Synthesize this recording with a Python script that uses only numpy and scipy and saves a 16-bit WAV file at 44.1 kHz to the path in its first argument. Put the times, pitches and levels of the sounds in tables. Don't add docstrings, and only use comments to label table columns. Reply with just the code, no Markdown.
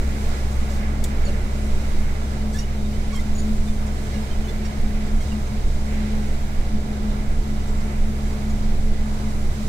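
import sys
import numpy as np
from scipy import signal
from scipy.fft import rfft, irfft
from scipy.io import wavfile
from scipy.ndimage import uniform_filter1d

SR = 44100
rng = np.random.default_rng(int(sys.argv[2]) if len(sys.argv) > 2 else 0)


def materialize(psi):
    bounded = np.clip(np.atleast_2d(psi).T, -1, 1)
    quanta = np.round(bounded * 32767).astype(np.int16)
    wavfile.write(sys.argv[1], SR, quanta)


def gain_from_db(level_db):
    decades = np.asarray(level_db, float) / 20
    return 10 ** decades


N = 426888
T = np.arange(N) / SR
HZ = np.maximum(np.fft.rfftfreq(N, 1 / SR), 1)

# (pitch_hz, level_db)
LEFT_MINUS_RIGHT = [(30, -1.9), (45, -1), (66, 1.5), (110, -4.5), (210, 2), (280, 0), (700, -2.5),
                    (1290, -3), (2050, -7.5), (3200, -6), (5000, -6), (8100, 5), (11000, 0.5), (15000, 6.5)]


def read(table):
    s, *columns = np.transpose(table)
    return [np.interp(T, s, c) for c in columns]


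def along(points):
    hz, value = np.transpose(points)
    return np.interp(np.log(HZ), np.log(hz), value)


def bell(hz, width):
    return 1 / np.sqrt(1 + ((HZ - hz ** 2 / HZ) / width) ** 2)


def unit(x):
    return x / np.sqrt(np.mean(x ** 2))


def colour_noise(shape):
    return irfft(rfft(rng.standard_normal(N)) * shape, N)


def walk(rate):
    held = np.repeat(rng.standard_normal(int(N / SR * rate) + 2), 16)
    slewed = uniform_filter1d(uniform_filter1d(held, size=16), size=16)
    return np.interp(T * rate * 16, np.arange(len(held)), unit(slewed))


def swell(bumps, smooth_db):
    t = T[::256]
    size = gain_from_db(smooth_db)
    for s, db, half in bumps:
        size = size + gain_from_db(db) * np.exp(-((t - s) / half) ** 2)
    return np.interp(T, t, 20 * np.log10(size))


def ports(x, other=0):
    # (pitch_hz, share 0-1)
    likeness = [(40, 0.96), (215, 0.9), (300, .84), (380, .9), (480, .58), (680, .75), (800, .32),
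                (1050, .58), (1200, .42), (1330, .64), (1450, .2), (1850, .33), (1950, .05), (2150, .38),
                (2700, .33), (2850, .2), (4500, .24), (5600, 0.12), (9000, 0.13)]
    # (pitch_hz, phase_radians)
    left_lead = [(0, 0), (560, .4), (690, .9), (820, 1.1), (920, 2.5), (1030, 3.2), (1380, 4), (1600, 5.8),
                 (1810, 9.4), (1950, 7.5), (2200, 6.6), (2500, 7.8), (2900, 9.1), (3600, 10.6),
                 (3800, 12.5), (4400, 15.6), (4700, 16.1), (5600, 16.5), (8440, 28.0), (10900, 34.5),
                 (12600, 37), (14500, 49), (15200, 42)]
    like = np.clip(along(likeness) + 0.017 * (HZ > 900), 0, 1)
    tilt = gain_from_db(along(LEFT_MINUS_RIGHT) / 2)
    mid = rfft(x) * np.sqrt((1 + like) / 2)
    side = other * np.sqrt((1 - like) / 2)
    late = np.exp(-1j * np.interp(HZ, *np.transpose(left_lead)))
    return irfft(np.array([(mid + side) * tilt, (mid - side) * late / tilt]), N)


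def engine_cycle():
    # (start_s, firing_rate_hz)
    speed = [(0, 66.0), (.85, 66.2), (1.75, 66.4), (2.9, 66.65), (4.25, 66.55), (4.75, 66.75), (5.25, 66.4),
             (6.25, 66.6), (6.75, 66.3), (7.25, 66.8), (7.75, 66.6), (8.25, 66.25), (8.75, 66.95),
             (9.25, 66.35), (9.68, 66.55)]
    return 2 * np.pi * np.cumsum(read(speed)[0]) / SR / 6


def throttle():
    # (start_s, effort_db)
    effort = [(0, 2.5), (.35, 2.5), (.7, 1.5), (.94, 2.5), (1.8, 0.7), (2.45, 0), (3.04, -1), (4.47, 0.3),
              (5.63, -0.5), (8.76, -1), (9.68, -0.5)]
    return read(effort)[0]


def engine(cycle, effort_db):
    # (start_s, firing_tone_db, double_tone_db)
    load = [
        (0, -25, -37.5),
        (1.3, -25.5, -36.5),
        (2.2, -27.5, -37.5),
        (4.9, -28, -39),
        (6.7, -28.5, -37),
        (9.68, -28.5, -36),
    ]
    # (multiple of the cycle, level_db)
    orders = [(3, -39), (14, -54), (7, -52), (9, -51), (10, -53), (11, -53), (13, -54), (15, -55),
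              (17, -52), (18, -50), (20, -50), (21, -54), (24, -52.5), (27, -57), (31, -61), (32.5, -55),
              (33, -58), (36, -60), (39.4, -54.5), (50, -63), (52, -63), (53, -63), (55, -54.5), (60, -63),
              (64, -51.8), (72, -65), (73, -66), (77, -67), (81, -67), (87, -65)]
    load_share = {9: .6, 10: .6, 24: 1.4, 64: -1.4}
    first_db, second_db = read(load)
    out = gain_from_db(first_db + .45 * walk(3)) * np.sin(6 * cycle)
    out = out + gain_from_db(second_db + .6 * walk(3)) * np.sin(12 * cycle + 1.3)
    for multiple, db in orders:
        level_db = db + load_share.get(multiple, 0) * effort_db + 1.1 * walk(1.5)
        phase = 2 * np.pi * rng.random() + .4 * walk(2.2)
        out = out + gain_from_db(level_db) * np.sin(multiple * cycle + phase)
    return np.sqrt(2) * out


def clatter(effort_db):
    # (pitch_hz, width_hz, level_db)
    cover = [
        (2010, 130, 4),
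        (2187, 170, 1),
        (2350, 160, -7),
    ]
    level_db, taps_per_s, spread_db = -61, 500, 2.5
    chance = rng.random((3, N))
    size = gain_from_db(-spread_db * np.log(1 - chance[1])) * np.sign(chance[2] - .5)
    taps = (chance[0] < taps_per_s / SR) * size
    ring = sum(gain_from_db(db) / (1 + 1j * (HZ / hz - hz / HZ) * hz / width) ** 2 for hz, width, db in cover)
    ringing = unit(irfft(rfft(taps) * ring, N))
    return gain_from_db(level_db + effort_db + 1.9 * walk(9.8)) * ringing


def roar(cycle, effort_db):
    # (pitch_hz, level_db per Hz)
    spectrum = [(36, -63), (45, -58), (75, -49.5), (90, -58), (108, -54), (130, -61.5), (160, -63.5),
                (210, -60.5), (240, -64), (290, -65.5),
                (340, -67.5), (500, -69), (700, -72.5), (1100, -75), (1800, -76.5), (2050, -75.5),
            (2500, -81.5), (3200, -83.5), (5000, -84), (7500, -85), (9000, -89.5), (12000, -94),
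            (14000, -99), (15700, -101)]
    # (pitch_hz, width_hz, level_db)
    resonances = [(365, 30, 4), (437, 30, 6), (580, 50, 3), (635, 25, 3), (738, 30, 4), (808, 15, 5.5),
                  (880, 60, 3), (2350, 200, 2), (3800, 400, 2), (3000, 500, 1), (963, 20, 5.5),
                  (1030, 25, 4), (1094, 30, 4), (1240, 25, 3), (1300, 20, 3), (1384, 20, 4.5),
                  (1580, 40, -4), (1650, 60, 1), (1900, 35, -6), (2004, 25, 2.5)]
    # (start_s, gust_db)
    wind = [(0, 4), (.35, 4.5), (.94, 1), (1.8, 3.5), (2.21, 1.7), (2.6, 1.8), (3.04, 2), (3.5, 2.5),
            (4.47, 2), (5.47, 1.5), (5.63, 2.5), (5.85, 1.7), (6.33, 2), (6.76, 0.7), (8.36, 1.5),
            (9.35, 2.4), (9.68, 3)]
    colour_db = along(spectrum) + sum(g * bell(hz, w) ** 2 for hz, w, g in resonances)
    colour = gain_from_db(colour_db) * np.sqrt(SR / 2) * (HZ > 30)
    noise = rfft(rng.standard_normal((2, N))) * colour
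    gust, jiggle = walk(5.4), walk(14)
    panel_db = 0.63 * effort_db
    steady, panels, rattle, treble = [0 * T] + [db - np.mean(db) for db in (panel_db, effort_db, read(wind)[0])]
    swells = [steady] * 3 + [panels] * 3 + [rattle] + [treble] * 3
    out = 0
    for octave, swell_db in zip(range(5, 15), swells):
        window = np.cos(np.pi / 2 * np.clip(np.log2(HZ) - octave, -1, 1)) ** 2
        shared_db = (octave > 9) * .28 * gust + (9 < octave < 13) * .35 * jiggle
        own_db = (1.1 if octave == 11 else .6) * walk(9)
        throb = 1 + .07 * (8 < octave < 12) * np.cos(6 * cycle)
        out = out + gain_from_db(swell_db + shared_db + own_db) * throb * irfft(noise * window, N)
    return ports(out[0], rfft(out[1]))


def tyre_boom():
    # (peak_s, peak_db, half_length_s)
    patches = [(0.3, -39, 0.23), (0.83, -35, 0.21), (1.11, -37.5, 0.049), (1.34, -37, 0.069),
               (1.63, -41, 0.29), (1.98, -40, 0.14), (2.49, -30.5, 0.12), (2.8, -35.5, 0.082),
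               (3.05, -37.5, 0.14), (3.52, -37, 0.044), (3.57, -35, 0.58), (3.89, -48, 0.039),
               (4.18, -29.5, 0.035), (4.39, -33.5, 0.037), (4.61, -30.5, 0.059), (4.89, -33, 0.17),
               (5.16, -35, 0.044), (5.35, -33, 0.08), (5.54, -33, 0.029), (6.06, -41, 0.033),
               (6.07, -32.5, 0.29), (6.47, -38, 0.058), (6.77, -34, 0.047), (7.05, -31.5, 0.23),
               (7.5, -37, 0.065), (7.86, -33.5, 0.24), (8.22, -36, 0.045), (8.66, -33, 0.37),
               (9.25, -32.5, 0.17), (9.62, -32, 0.065)]
    db = swell(patches, -42.5)
    main = np.sin(2 * np.pi * 212.3 * T + 0.97 * walk(3.5))
    above = gain_from_db(-13) * np.sin(2 * np.pi * 217.5 * T + 1.1 * walk(2.77))
    below = gain_from_db(-22.5) * np.sin(2 * np.pi * 208.5 * T)
    return np.sqrt(2) * gain_from_db(db + 2.0 * walk(14)) * (main + above + below)


def heave(modes, db):
    x = colour_noise(np.sqrt(sum((gain_from_db(g) * bell(hz, w) ** 2) ** 2 for hz, w, g in modes)))
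    power = uniform_filter1d(x ** 2, int(.13 * SR)) + 0.011 * np.mean(x ** 2)
    return gain_from_db(db) * x / np.sqrt(power)


def floor_shake():
    # (pitch_hz, width_hz, level_db)
    modes = [
        (23, 2.5, 0),
        (30, 2.2, -5),
        (33.5, 2.2, -6),
    ]
    # (peak_s, peak_db, half_length_s)
    jolts = [(0.0, -16, 0.033), (0.2, -34, 0.24), (0.51, -37, 0.06), (0.88, -28, 0.25), (1.22, -21, 0.04),
             (1.51, -31, 0.24), (1.93, -33.1, 0.07), (2.16, -46, 0.1), (2.55, -30, 0.24),
             (3.03, -24.5, 0.076), (3.31, -38, 0.06), (3.55, -32, 0.046), (3.75, -31, 0.5),
             (4.49, -31, 0.16), (5.01, -25.5, 0.23), (5.18, -18, 0.041), (5.45, -31.5, 0.062),
             (5.68, -18.5, 0.054), (5.98, -25.5, 0.06), (6.21, -29, 0.1), (6.73, -34, 0.2),
             (7.13, -26, 0.1), (7.37, -22, 0.055), (7.7, -30, 0.12), (8.0, -18, 0.052),
             (8.29, -24.5, 0.065), (8.55, -39, 0.074), (8.66, -25, 0.15), (9.05, -25, 0.12),
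             (9.58, -33, 0.16)]
    return heave(modes, swell(jolts, -34))


def seat_heave():
    # (pitch_hz, width_hz, level_db)
    modes = [
        (4.5, 1.8, -14),
        (12.5, 2.4, -3.5),
        (16, 2.8, -1.5),
    ]
    # (peak_s, peak_db, half_length_s)
    bumps = [(0.04, -32, 0.091), (0.33, -19.5, 0.068), (0.61, -25.5, 0.17), (1.03, -27.5, 0.054),
             (1.26, -24, 0.14), (1.43, -30, 0.071), (1.74, -19.5, 0.073), (2.01, -18, 0.13),
             (2.1, -33, 0.073), (2.67, -37.5, 0.38), (2.83, -29, 0.11), (3.26, -26.5, 0.23),
             (3.35, -24, 0.05), (3.66, -24, 0.18), (4.35, -16.5, 0.039), (4.83, -20, 0.06),
             (4.92, -38, 0.3), (5.46, -38, 0.073), (5.73, -21, 0.12), (6.34, -23.5, 0.21),
             (6.59, -18, 0.029), (6.75, -21.5, 0.078), (7.15, -40, 0.048), (7.33, -21, 0.057),
             (7.71, -25.5, 0.31), (8.06, -25, 0.055), (8.73, -22.5, 0.23), (8.88, -20, 0.1),
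             (9.43, -25, 0.23), (9.45, -29, 0.065)]
    return heave(modes, swell(bumps, -32))


def cab(x):
    t60_s, wet_db = .1, -8
    t = T[:SR // 4]
    tails = rng.standard_normal((2, len(t))) * gain_from_db(-60 * t / t60_s) * (t > .002)
    tails = tails / np.sqrt(np.sum(tails ** 2, axis=1, keepdims=True))
    heard = x + gain_from_db(wet_db) * signal.fftconvolve(x[None], tails, axes=1)[:, :N]
    return irfft(rfft(heard) * gain_from_db(along(LEFT_MINUS_RIGHT) * np.array([[.7], [-.7]])), N)


def rub(s, length):
    at = slice(int(s * SR), int((s + length) * SR))
    t = T[at] - s
    return at, t, np.sin(np.pi * np.abs(t / length) ** 0.63)


def squeaks():
    # (start_s, length_s, slip_rate_hz, strongest multiple, level_db)
    slips = [(.507, .04, 1110, 6, -52), (.69, .05, 571, 13, -53), (1.272, .034, 564, 5, -56),
             (2.525, .045, 1960, 4, -53), (3.372, .06, 2275, 2, -55), (3.672, .043, 1190, 3, -53),
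             (3.862, .037, 1090, 6, -56), (4.138, .04, 560, 3, -55), (4.304, .045, 1041, 3, -52),
             (4.475, .039, 700, 6, -57), (4.646, .04, 930, 6, -49), (5.2, .038, 1075, 3, -52),
             (5.302, .049, 970, 3, -57), (5.462, .04, 1040, 6, -56), (7.805, .03, 1060, 2, -54),
             (8.495, .033, 1130, 6, -54)]
    # (start_s, length_s, pitch_hz, level_db)
    whistles = [(.695, .03, 5600, -58), (.778, .02, 3700, -58), (1.262, .02, 6850, -48),
                (1.265, .01, 4400, -50), (1.276, .02, 2950, -54), (1.288, .024, 2760, -52),
                (1.282, .016, 1600, -48), (1.284, .02, 6300, -53), (1.324, .01, 3800, -50),
                (2.566, .016, 3620, -47), (2.615, .02, 6800, -51), (2.625, .025, 2950, -50),
                (3.186, .026, 2050, -46), (4.125, .03, 2050, -50), (4.155, .02, 2850, -51),
                (4.225, .025, 5150, -53), (4.44, .035, 3000, -52), (5.2, .035, 2150, -48),
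                (5.315, .025, 2800, -50), (3.105, .04, 2240, -50), (3.174, .014, 2150, -48),
                (3.195, .035, 3640, -51), (3.347, .033, 6830, -46), (3.378, .034, 6790, -41),
                (3.4, .04, 6800, -50), (3.388, .032, 9150, -49), (2.845, .04, 3700, -54),
                (2.925, .05, 3000, -55), (4.135, .03, 5620, -50), (4.44, .035, 6300, -54),
                (4.48, .03, 3480, -49), (7.68, .04, 7500, -55), (7.77, .05, 7300, -54)]
    out = np.zeros(N)
    for s, length, hz, best, tone_db in slips + [(s, length, hz, 1, db) for s, length, hz, db in whistles]:
        at, t, shape = rub(s, length)
        k = np.arange(1, 12500 // hz + 1 if best > 1 else 2)[:, None]
        chance = rng.standard_normal((3, 32))
        wobble = np.cumsum(1 + 0.0065 * np.interp(t / length * 5, np.arange(32), chance[2])) / SR
        fade = 1 + (k * hz / 10300) ** 10 + (1500 / (k * hz)) ** 3
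        size = gain_from_db(-7 + 2 * chance[0, :len(k), None]) * 4000 / (k * hz) / fade + (k == round(best))
        phase = 3 * chance[1, :len(k), None]
        tone = np.sum(size * np.sin(k * 2 * np.pi * hz * wobble + phase), axis=0)
        grip_db = 3 * np.interp(t / .005, np.arange(32), chance[2, ::-1])
        out[at] += shape * gain_from_db(tone_db + grip_db) * tone
    return out


def scrapes():
    # (start_s, length_s, level_db)
    rubs = [(.507, .04, -54), (.69, .14, -49), (1.083, .03, -53), (1.272, .045, -51), (2.525, .055, -47),
            (2.555, .1, -48), (3.128, .07, -50), (3.19, .045, -48), (3.672, .043, -54), (3.86, .037, -52),
            (4.133, .045, -55), (4.478, .045, -52), (4.642, .05, -53), (5.06, .035, -53), (5.2, .055, -50),
            (5.27, .03, -54), (5.45, .04, -54), (7.66, .07, -55), (7.805, .025, -54), (8.49, .033, -52)]
    out = np.zeros(N)
    hiss = unit(colour_noise(bell(5900, 6800) ** 3))
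    for s, length, db in rubs:
        at, t, shape = rub(s, length)
        out[at] += shape * gain_from_db(db) * hiss[at]
    return out


def knocks():
    # (start_s, length_s, pitch_hz, peak_db)
    groans = [
        (.69, .05, 565, -38),
        (1.266, .045, 568, -32),
        (2.44, .04, 565, -42),
        (4.135, .045, 558, -41),
        (8.97, .1, 860, -46),
    ]
    out = np.zeros(N)
    for s, length, hz, db in groans:
        at = slice(int(s * SR), int((s + length) * SR))
        out[at] += gain_from_db(db) * np.sin(np.pi * (T[at] - s) / length) * np.sin(2 * np.pi * hz * T[at])
    return out


def tick():
    start_s, level_db, bright_hz, crack_gap_s = 1.0382, -32, 7200, .0017
    t = T - start_s
    rise = np.clip(t / .0025, 0, 1)
    fall = np.exp(-(np.abs(t) / .0095) ** 3) + .33 * np.exp(-np.abs(t) / .026)
    spatter = 1 - .3 * np.cos(2 * np.pi * t / crack_gap_s)
    noise = rfft(rng.standard_normal(N))
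    bright = unit(irfft(noise * (bell(bright_hz, 5000) ** 3 + .07 * bell(13000, 8000)), N))
    dull = unit(irfft(noise * (bell(3600, 900) ** 2 + bell(2050, 500) ** 2), N))
    knock = dull * np.exp(-((t - .008) / .006) ** 2)
    return gain_from_db(level_db) * (rise * fall * spatter * bright + gain_from_db(-9) * knock)


def creaks():
    # (start_s, length_s, start_slip_rate_hz, end_slip_rate_hz, level_db)
    slips = [
        (1.25, .019, 2320, 2290, -38),
        (1.258, .04, 4600, 4000, -47),
        (2.533, .035, 850, 880, -45),
        (2.535, .06, 1680, 1800, -44),
        (2.584, .025, 940, 942, -37),
        (2.598, .034, 945, 935, -46.5),
        (3.124, .04, 1128, 1100, -40),
        (3.149, .045, 1072, 1058, -40.5),
    ]
    stacks = [
        (-22, -9, 0, -13),
        (0,),
        (-20, -6, -12, -8, -12, -14, -9, -9, -5, -16, -10),
        (0, -8),
        (-25, -8, -5, -10, -11, 0, -14, -18, -16, -17, -14, -22),
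        (-25, -1, -4, -4, -5, -2, -3, -16, -14, -10, -14),
        (0, -8, -14, -10, -9, -12, -13, -16, -23),
        (-11, -6, 0, -15, -8, -15, -9, -14, -20, -13, -18, -22, -22),
    ]
    out = np.zeros(N)
    for (s, length, hz, end_hz, db), partials in zip(slips, stacks):
        at, t, shape = rub(s, length)
        k = np.arange(1, len(partials) + 1)[:, None]
        chance = rng.standard_normal((32, 16))
        slip = hz + (end_hz - hz) * t / length
        unsteady = 1 + .006 * np.interp(t / length * 6, np.arange(16), chance[0])
        wobble = np.cumsum(slip * unsteady) / SR
        own = np.array([np.interp(t / .005, np.arange(16), row) for row in chance[2:]])
        size = gain_from_db(np.array(partials)[:, None] + 2.5 * own[:len(k)])
        phase = 3 * chance[1, :len(k), None] + .5 * own[-len(k):]
        tones = size * np.sin(k * 2 * np.pi * wobble + phase)
        out[at] += shape * gain_from_db(db) * np.sum(tones, axis=0)
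    return out


def scene():
    cycle, effort_db = engine_cycle(), throttle()
    body = engine(cycle, effort_db) + tyre_boom() + floor_shake() + seat_heave() + knocks()
    trim = squeaks() + scrapes() + tick() + creaks()
    return ports(body) + ports(clatter(effort_db)) + roar(cycle, effort_db) + cab(trim)


def top_cut(x):
    return signal.sosfilt(signal.butter(12, 15765, fs=SR, output="sos"), x)


def record(dry):
    lift = gain_from_db(3 * np.clip((HZ - 12500) / 1000, 0, 1)) * (HZ < 15765)
    return top_cut(irfft(rfft(dry) * lift, N))


dry = scene()
out = record(dry)
materialize(out)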